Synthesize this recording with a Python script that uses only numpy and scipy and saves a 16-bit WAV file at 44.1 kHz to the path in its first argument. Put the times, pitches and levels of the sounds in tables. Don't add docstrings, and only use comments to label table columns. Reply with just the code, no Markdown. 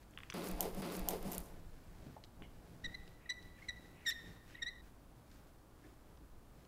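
import sys
import numpy as np
from scipy import signal
from scipy.fft import rfft, irfft, next_fast_len
from scipy.io import wavfile
from scipy.ndimage import uniform_filter1d

SR = 44100
rng = np.random.default_rng(int(sys.argv[2]) if len(sys.argv) > 2 else 0)


def dump(signal):
    limited = np.clip(np.atleast_2d(signal).T, -1, 1)
    pcm = np.round(limited * 32767).astype(np.int16)
    wavfile.write(sys.argv[1], SR, pcm)


def volts_from_decibels(level):
    exponent = np.asarray(level, float) / 20
    return 10 ** exponent


N = 294335
T = np.arange(N) / SR
STROKE_S, REPEAT_S, LAST_CUT_S = 0.338, 0.48, 4.817


def unit(x):
    return x / np.sqrt(np.mean(x ** 2))


def colour(x, points):
    hz, db = np.transpose(points)
    size = next_fast_len(len(x))
    f = np.arange(size // 2 + 1) * SR / size + 1
    gain = volts_from_decibels(np.interp(np.log(f), np.log(hz), db))
    return irfft(rfft(x, size) * gain, size)[:len(x)]


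def ring(x, hz, width_hz):
    return signal.lfilter(*signal.iirpeak(hz, hz / width_hz, fs=SR), x)


def grains(per_s, spread_db, smooth):
    size_db = spread_db * np.minimum(rng.exponential(size=N), 4)
    snaps = (rng.random(N) < per_s / SR) * volts_from_decibels(size_db) * rng.standard_normal(N)
    return unit(snaps) + smooth * rng.standard_normal(N)


def bump(s, length_s):
    return np.exp(-(2 * (T - s) / length_s) ** 2)


def swells(table, rest_db, column=2):
    return volts_from_decibels(rest_db) + sum(volts_from_decibels(row[column]) * bump(row[0], row[1]) for row in table)


def add(out, s, burst, db):
    i = int(s * SR)
    out[i:i + len(burst)] += (burst * volts_from_decibels(db) / np.abs(burst).max())[:N - i]


def blow(t60, tail_db):
    t = T[:4096]
    x = volts_from_decibels(tail_db) * rng.standard_normal(len(t)) * 1000 ** (-t / max(t60, 0.002))
    x[0] += 1
    return x


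def touches(table, tail_db):
    out = np.zeros(N)
    for s, db, hz, width, t60 in table:
        spread = 1 + max(width, 30) / hz / 2
        body = signal.butter(2, [hz / spread, hz * spread], "band", fs=SR, output="sos")
        add(out, s, signal.sosfilt(body, blow(t60, tail_db)), db)
    return out


def room(x):
    t60_s, treble_t60_s, gap_s, level_db = 1.1, 0.55, 0.008, -16
    t = T[:SR]
    low = signal.lfilter(*signal.butter(2, 2800, fs=SR), rng.standard_normal(SR))
    tail = 1.3 * low * 1000 ** (-t / t60_s)
    tail += rng.standard_normal(SR) * 1000 ** (-t / treble_t60_s)
    tail *= 1 - np.exp(-t / gap_s)
    return x + volts_from_decibels(level_db) * signal.fftconvolve(x, tail / np.sqrt(np.sum(tail ** 2)))[:N]


# frequency in Hz, level in dB per Hz.
STUDIO_SPECTRUM = [(15, -27), (25, -22.5), (53, -0.5), (83, -13), (128, -10), (146, -16.5), (266, -15.5),
                   (296, -13.5), (389, -20), (1150, -25), (2040, -38), (15200, -47.5), (16500, -63)]


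def studio():
    return volts_from_decibels(-62) * unit(colour(rng.standard_normal(N), STUDIO_SPECTRUM))


# middle in seconds, length in seconds, dull shuffle in dB, paper in dB.
HAND_MOVES = [(.02, 0.059, -81, -78.5), (0.23, 0.21, -70, -78), (0.33, 0.045, -65, -74),
              (1.52, 0.28, -60, -78), (1.8, 0.31, -69, -81), (2.06, 0.23, -59, -77),
              (2.42, 0.073, -56, -86), (2.72, 0.46, -62, -80.5), (2.9, 0.095, -60, -79),
              (3.06, 0.2, -63, -82), (3.45, 0.13, -62, -79), (3.64, 0.13, -66, -75),
              (3.85, 0.2, -61.5, -78.5), (4.15, 0.45, -76, -83), (4.29, 0.15, -59.5, -74),
              (4.51, .1, -66.5, -72), (4.86, 0.064, -76, -77), (5.2, 0.074, -74, -91),
              (5.35, 0.12, -84, -76.5), (5.47, .08, -75, -86), (5.87, 0.13, -80, -81),
              (6.1, 0.089, -71, -88.5), (6.6, 0.097, -69, -84)]
# middle in seconds, length in seconds, level in dB.
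LEANING = [(1.03, 0.077, -38.5), (1.2, 0.19, -49.5), (1.4, 0.046, -44), (1.65, 0.28, -49.5),
           (1.9, 0.17, -56), (2.48, 0.21, -58.5), (2.87, 0.043, -48.5), (3.05, 0.18, -60),
           (3.5, 0.22, -63.5), (4.2, 0.052, -71), (4.68, 0.13, -65), (5.05, .15, -71), (5.34, 0.075, -65),
           (5.58, 0.13, -63), (6.36, 0.12, -60)]
# frequency in Hz, level in dB per Hz.
SWAY_SPECTRUM = [(8.8, -17.5), (15, -1), (29, -8), (90, -19), (120, -32), (200, -120)]
# frequency in Hz, level in dB per Hz.
SHUFFLE_SPECTRUM = [(41, -31), (70, 5.5), (172, -2.5), (208, -8.5), (272, -5), (808, -13.5), (1800, -58),
                    (2340, -30.5), (3960, -120)]
# frequency in Hz, level in dB per Hz.
RUSTLE_SPECTRUM = [(900, -11), (1500, 3.5), (2800, -4), (5000, -6), (8000, -11.5), (11000, -63)]
# frequency in Hz, level in dB per Hz.
PEEL_SPECTRUM = [(5000, -10.5), (8000, 2), (12000, 4), (16000, 1), (17000, -8)]
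# frequency in Hz, width in Hz.
LOWEST_MODE = (178, 22)


def hands():
    rest_paper_db = -82.5
    sway, shuffle = swells(LEANING, -66.5), swells(HAND_MOVES, -72)
    rustle = swells(HAND_MOVES, rest_paper_db, column=3)
    peel = volts_from_decibels(-80) + volts_from_decibels(-9.5) * (rustle - volts_from_decibels(rest_paper_db))
    thud = colour(grains(600, 2.2, 1.5), SHUFFLE_SPECTRUM)
    off_ink = 1 - ((T > STROKE_S) & (T < 1.45))
    return (sway * unit(colour(rng.standard_normal(N), SWAY_SPECTRUM))
            + off_ink * shuffle * unit(thud + 1.9 * ring(thud, *LOWEST_MODE))
            + off_ink * volts_from_decibels(3.0) * rustle * unit(colour(grains(2500, 0.4, 0.83), RUSTLE_SPECTRUM))
            + off_ink * peel * unit(colour(grains(1800, 1.6, 1.5), PEEL_SPECTRUM)))


# start in seconds, peak in dB, ring t60 in seconds.
SHEET_TAPS = [
    (0.137, -53.5, 0.0046),
    (0.175, -35.5, 0.0071),
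    (0.1876, -40, 0.0072),
    (0.2038, -42, 0.0048),
    (0.2184, -60, 0.0072),
    (0.2334, -40, 0.0097),
    (0.2999, -33.5, 0.016),
    (0.3234, -39, 0.019),
    (0.3307, -47, 0.015),
    (2.4218, -43, 0.0041),
]
# lower edge in Hz, upper edge in Hz.
SHEET_BAND = [1080, 3450]
# start in seconds, peak in dB, centre in Hz, width in Hz,
# ring t60 in seconds.
NAIL_EDGES = [
    (.11, -55, 7600, 9000, .006),
    (.186, -52, 7500, 9000, 0.0088),
    (.235, -53, 8000, 8000, .006),
    (.301, -38, 5450, 1800, 0.009),
    (.3075, -45, 4500, 5100, .006),
    (.332, -50, 5900, 1820, .007),
]


def taps():
    out = np.zeros(N)
    sheet = signal.cheby1(5, 1, SHEET_BAND, "band", fs=SR, output="sos")
    for s, db, t60 in SHEET_TAPS:
        soft_blow = uniform_filter1d(blow(t60, tail_db=-19), size=5, mode="constant")
        add(out, s, signal.sosfilt(sheet, soft_blow), db)
    return out + touches(NAIL_EDGES, tail_db=-11)


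# time in seconds, rubber scrape in dB.
ROLL_SPEED = [
    (0.818, -53),
    (0.95, -55),
    (1.06, -62),
    (1.13, -53.5),
    (1.2, -66.5),
    (1.27, -59),
    (1.36, -59),
    (1.43, -71.5),
    (1.6, -87),
]
# middle in seconds, length in seconds, level in dB.
ROLLER_PRESSES = [
    (0.85, 0.099, -52),
    (1.0, 0.061, -49),
    (1.13, 0.15, -55),
    (1.274, 0.046, -44),
    (1.382, .05, -47.5),
]
# middle in seconds, length in seconds, level in dB.
INK_TEARS = [
    (0.95, 0.048, -56),
    (1.11, 0.036, -63),
    (1.15, 0.096, -66),
    (1.28, .06, -62.5),
    (1.34, .05, -66),
    (1.43, .14, -69),
]
# frequency in Hz, width in Hz, level in dB.
TABLE_MODES = [(223, 24, 3.5), (312, 47, 3), (390, 140, -2.5), (427, 23, 1.5), (545, 42, 1), (665, 17, -15),
               (693, 45, 0), (755, 58, -8.5), (860, 44, -2.5), (1029, 41, -5.5)]
# frequency in Hz, level in dB per Hz.
SCRAPE_SPECTRUM = [(650, -48), (1100, 1), (1850, -6), (2040, -3.5), (3510, -8.5), (4940, -7), (7000, -33),
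                   (9100, -48), (15400, -120)]
# frequency in Hz, level in dB per Hz.
INK_SPECTRUM = [(2940, -40), (5000, -4), (6650, -3.5), (8790, -3), (9960, 1), (12300, -5), (14700, -1),
                (16500, -31)]


def stroke():
    s, db = np.transpose(ROLL_SPEED)
    speed_db = np.interp(T, s, db, left=-150, right=-150)
    scrape = volts_from_decibels(speed_db)
    upper = volts_from_decibels(db.max() + 7.5 + 0.72 * (speed_db - db.max()))
    low = swells(ROLLER_PRESSES, -150) + volts_from_decibels(-2.5) * scrape
    ink = swells(INK_TEARS, -150) + volts_from_decibels(-6) * scrape
    modes = sum(volts_from_decibels(db) * ring(rng.standard_normal(N), hz, w) for hz, w, db in TABLE_MODES)
    drone = ring(ring(rng.standard_normal(N), *LOWEST_MODE), *LOWEST_MODE)
    drone /= np.sqrt(np.abs(signal.hilbert(drone, next_fast_len(N)))[:N])
    return (low * unit(drone) + upper * unit(modes)
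            + scrape * unit(colour(grains(3000, 2.4, 0.75), SCRAPE_SPECTRUM))
            + ink * unit(colour(grains(2200, 3.3, 0.95), INK_SPECTRUM)))


# time in seconds, peak in dB, ring t60 in seconds.
THREAD_POPS = [(0.9224, -38.5, 0.017), (0.9667, -38, 0.022), (0.9934, -37.5, 0.012), (1.0595, -48, 0.013),
               (1.092, -35, 0.042), (1.1063, -34, 0.039), (1.2276, -42.5, 0.012), (1.317, -32.5, 0.011),
               (1.323, -31, 0.0069), (1.332, -29, 0.0064), (1.339, -35, 0.0033), (1.3437, -46, 0.01),
               (1.349, -32, 0.009), (1.3553, -40, 0.018), (1.381, -25, 0.0057), (1.3894, -45, 0.012),
               (1.403, -43, 0.012)]
# time in seconds, peak in dB, ring t60 in seconds.
NEIGHBOUR_POP = (1.3185, -35, 0.008)
# time in seconds, peak in dB, ring t60 in seconds.
THICKEST_POP = (1.0873, -14.5, .007)
# frequency in Hz, level in dB per Hz.
POP_SPECTRUM = [(880, -67), (1500, -31), (2960, -9), (4430, -16), (6710, -6), (8730, -6.5), (12300, 0),
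                (14800, -1), (16800, -42)]


def pops():
    out = np.zeros(N)
    for s, db, t60 in THREAD_POPS + [NEIGHBOUR_POP, THICKEST_POP]:
        snap = np.roll(blow(t60, tail_db=-9), int(0.0021 * SR))
        add(out, s - 0.002, colour(snap, POP_SPECTRUM), db)
    return out


# start in seconds, peak in dB, centre in Hz, width in Hz,
# ring t60 in seconds.
TABLE_KNOCKS = [(1.074, -38, 703, 151, 0.66), (1.08, -47.5, 990, 120, 0.29), (1.134, -37.5, 420, 164, 0.2),
                (1.249, -43, 183, 302, 0.38), (1.251, -43, 650, 500, 0.1), (2.062, -43, 127, 305, 0.22),
                (2.165, -46.5, 706, 350, 0.057), (2.179, -54, 640, 300, 0.065),
                (2.419, -45, 168, 300, 0.04), (2.847, -56, 107, 300, 0.13), (3.446, -52.5, 102, 300, 0.15),
                (5.846, -54.5, 298, 120, 0.37), (5.84, -61, 1750, 500, 0.14), (6.2, -58, 292, 80, 0.27)]


def knocks():
    return touches(TABLE_KNOCKS, tail_db=-20.5)


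# start in seconds, peak in dB, centre in Hz, width in Hz,
# ring t60 in seconds.
FINGER_TICKS = [
    (2.2384, -43.5, 3350, 3500, 0.011),
    (2.2452, -51, 3800, 3500, 0.03),
    (3.077, -53, 3100, 3454, 0.02),
    (3.4265, -53, 3840, 3465, 0.016),
    (4.8694, -77, 3080, 3470, 0.014),
    (5.3147, -58, 5030, 3480, 0.028),
    (6.1736, -59.5, 4220, 3500, 0.013),
    (6.65, -59.5, 3000, 3480, 0.017),
]


def ticks():
    return touches(FINGER_TICKS, tail_db=19)


# start in seconds, peak in dB, centre in Hz, width in Hz,
# ring t60 in seconds.
HANDLE_RINGS = [
    (2.422, -57.5, 3030, 350, 0.21),
    (2.432, -55.5, 2190, 300, 0.13),
]


def handle():
    return touches(HANDLE_RINGS, tail_db=6)


# start in seconds, length in seconds, slip rate from in Hz, to in Hz, level in dB.
AXLE_SQUEAKS = [(2.838, 0.012, 1800, 1963, -44.5), (2.85, 0.014, 2000, 1876, -43.5),
                (2.89, 0.0093, 1894, 2000, -55), (2.938, .015, 2020, 2000, -47),
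                (3.256, .006, 2000, 1895, -51), (3.29, 0.015, 2025, 1919, -40.5),
                (3.302, 0.022, 1990, 1962, -46.5), (3.583, 0.0057, 1805, 1750, -58),
                (3.619, 0.0084, 2105, 2144, -53.5), (3.637, 0.0098, 2100, 2200, -60),
                (3.682, .014, 2050, 1930, -41.5), (3.699, .008, 1994, 1924, -45),
                (4.049, 0.0069, 2217, 2180, -51), (4.059, 0.022, 1960, 1829, -38.5),
                (4.08, 0.021, 1829, 1863, -37.5), (4.103, 0.011, 1752, 1820, -50),
                (4.112, .014, 1930, 1990, -45), (4.546, 0.0096, 1915, 1910, -49.5),
                (4.576, 0.025, 1960, 2160, -59), (4.61, 0.0075, 2104, 2040, -56),
                (4.618, 0.015, 1890, 1863, -40), (4.658, 0.018, 1816, 1978, -44),
                (4.676, 0.012, 1970, 1990, -44.5), (4.689, .008, 2010, 1976, -48)]
# multiple of the slip rate, level in dB under the second,
# loss in dB per dB of gentler slip.
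UPPER_PARTIALS = [(3, -4, 1.5), (4, -11, 1.7), (5, -24.5, 1), (6, -17.5, 5), (7, -17.5, 12), (8, -21, 12)]


def squeaks():
    grip_s, let_go_s = 0.008, 0.0066
    bite_db, hard_db = -46.5, -39
    s, length, from_hz, to_hz, _ = np.transpose(AXLE_SQUEAKS)
    ends = np.ravel([s + 0.001, s + length - 0.001], order="F")
    hz = uniform_filter1d(np.interp(T, ends, np.ravel([from_hz, to_hz], order="F")), size=190)
    grip = np.zeros(N)
    for start, lasts, *_, db in AXLE_SQUEAKS:
        rise = np.clip((T - start) / grip_s, 0, 1)
        fall = np.clip(1 + (start + lasts - T) / let_go_s, 0, 1)
        grip += volts_from_decibels(db) * rise * fall
    first = 20 * np.log10(uniform_filter1d(grip, size=88).clip(1e-7))
    second = first - 1.5 + 2 * np.minimum(first - bite_db, 0)
    wander = unit(uniform_filter1d(rng.standard_normal(N), size=130))
    phase = 2 * np.pi * np.cumsum(hz * (1 + 0.012 * wander)) / SR
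    tone = volts_from_decibels(first) * np.sin(phase) + volts_from_decibels(second) * np.cos(2 * phase + 0.7)
    for k, db, loss in UPPER_PARTIALS:
        partial_db = second + db + loss * np.minimum(second - hard_db, 0)
        tone -= volts_from_decibels(partial_db) * np.sin(int(round(k)) * phase)
    tone *= 1 + 0.12 * bump(3.311, 0.014) * np.sin(phase / 2)
    uneven = uniform_filter1d(uniform_filter1d(rng.standard_normal(N), size=40), size=30)
    tone *= np.sqrt(2) * (1 + volts_from_decibels(-20) * unit(uneven))
    return tone + volts_from_decibels(16) * ring(tone, 13120, 45)


# middle in seconds, length in seconds, level in dB, top in Hz.
AXLE_CHATTER = [(2.847, 0.013, -58, 6260), (2.95, 0.01, -64, 6030), (3.255, 0.12, -69.5, 2740),
                (3.302, 0.011, -55.5, 6100), (3.588, 0.043, -68, 2725), (3.64, 0.039, -75, 2970),
                (3.688, 0.0091, -63, 7015), (4.006, 0.11, -67.5, 2800), (4.072, 0.023, -51.5, 7010),
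                (4.107, 0.017, -47, 7590), (4.123, 0.016, -66, 5200), (4.516, 0.047, -69.5, 2980),
                (4.567, 0.061, -66, 3030), (4.643, 0.0097, -63, 4260), (4.68, 0.039, -78, 5070)]


def rasps():
    grit = grains(5200, 2.6, 1.0)
    out = np.zeros(N)
    for s, length, db, top_hz in AXLE_CHATTER:
        band = signal.butter(3, [1650, top_hz], "band", fs=SR, output="sos")
        out += volts_from_decibels(db) * bump(s, length) * unit(signal.sosfilt(band, grit))
    return out


# frequency in Hz, gain in dB.
TOP_EDGE = [(15750, 0), (15950, -40)]


def scene():
    out = colour(studio() + hands() + stroke(), TOP_EDGE)
    out += room(squeaks() + rasps()) * (T < LAST_CUT_S)
    out += room(pops() + taps() + ticks() + handle() + knocks())
    start, length = int(STROKE_S * SR), int(round(REPEAT_S * SR))
    out[start:start + length] = out[start + length:start + 2 * length]
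    for cut in (STROKE_S, STROKE_S + REPEAT_S, LAST_CUT_S):
        out *= np.clip(np.maximum((cut - T) / 0.0058, (T - cut) / 0.0011), 0, 1)
    return out[None]


def band_limit(x):
    return signal.sosfilt(signal.butter(12, 17000, fs=SR, output="sos"), x)


def record(dry):
    return band_limit(dry)


dry = scene()
out = record(dry)
dump(out)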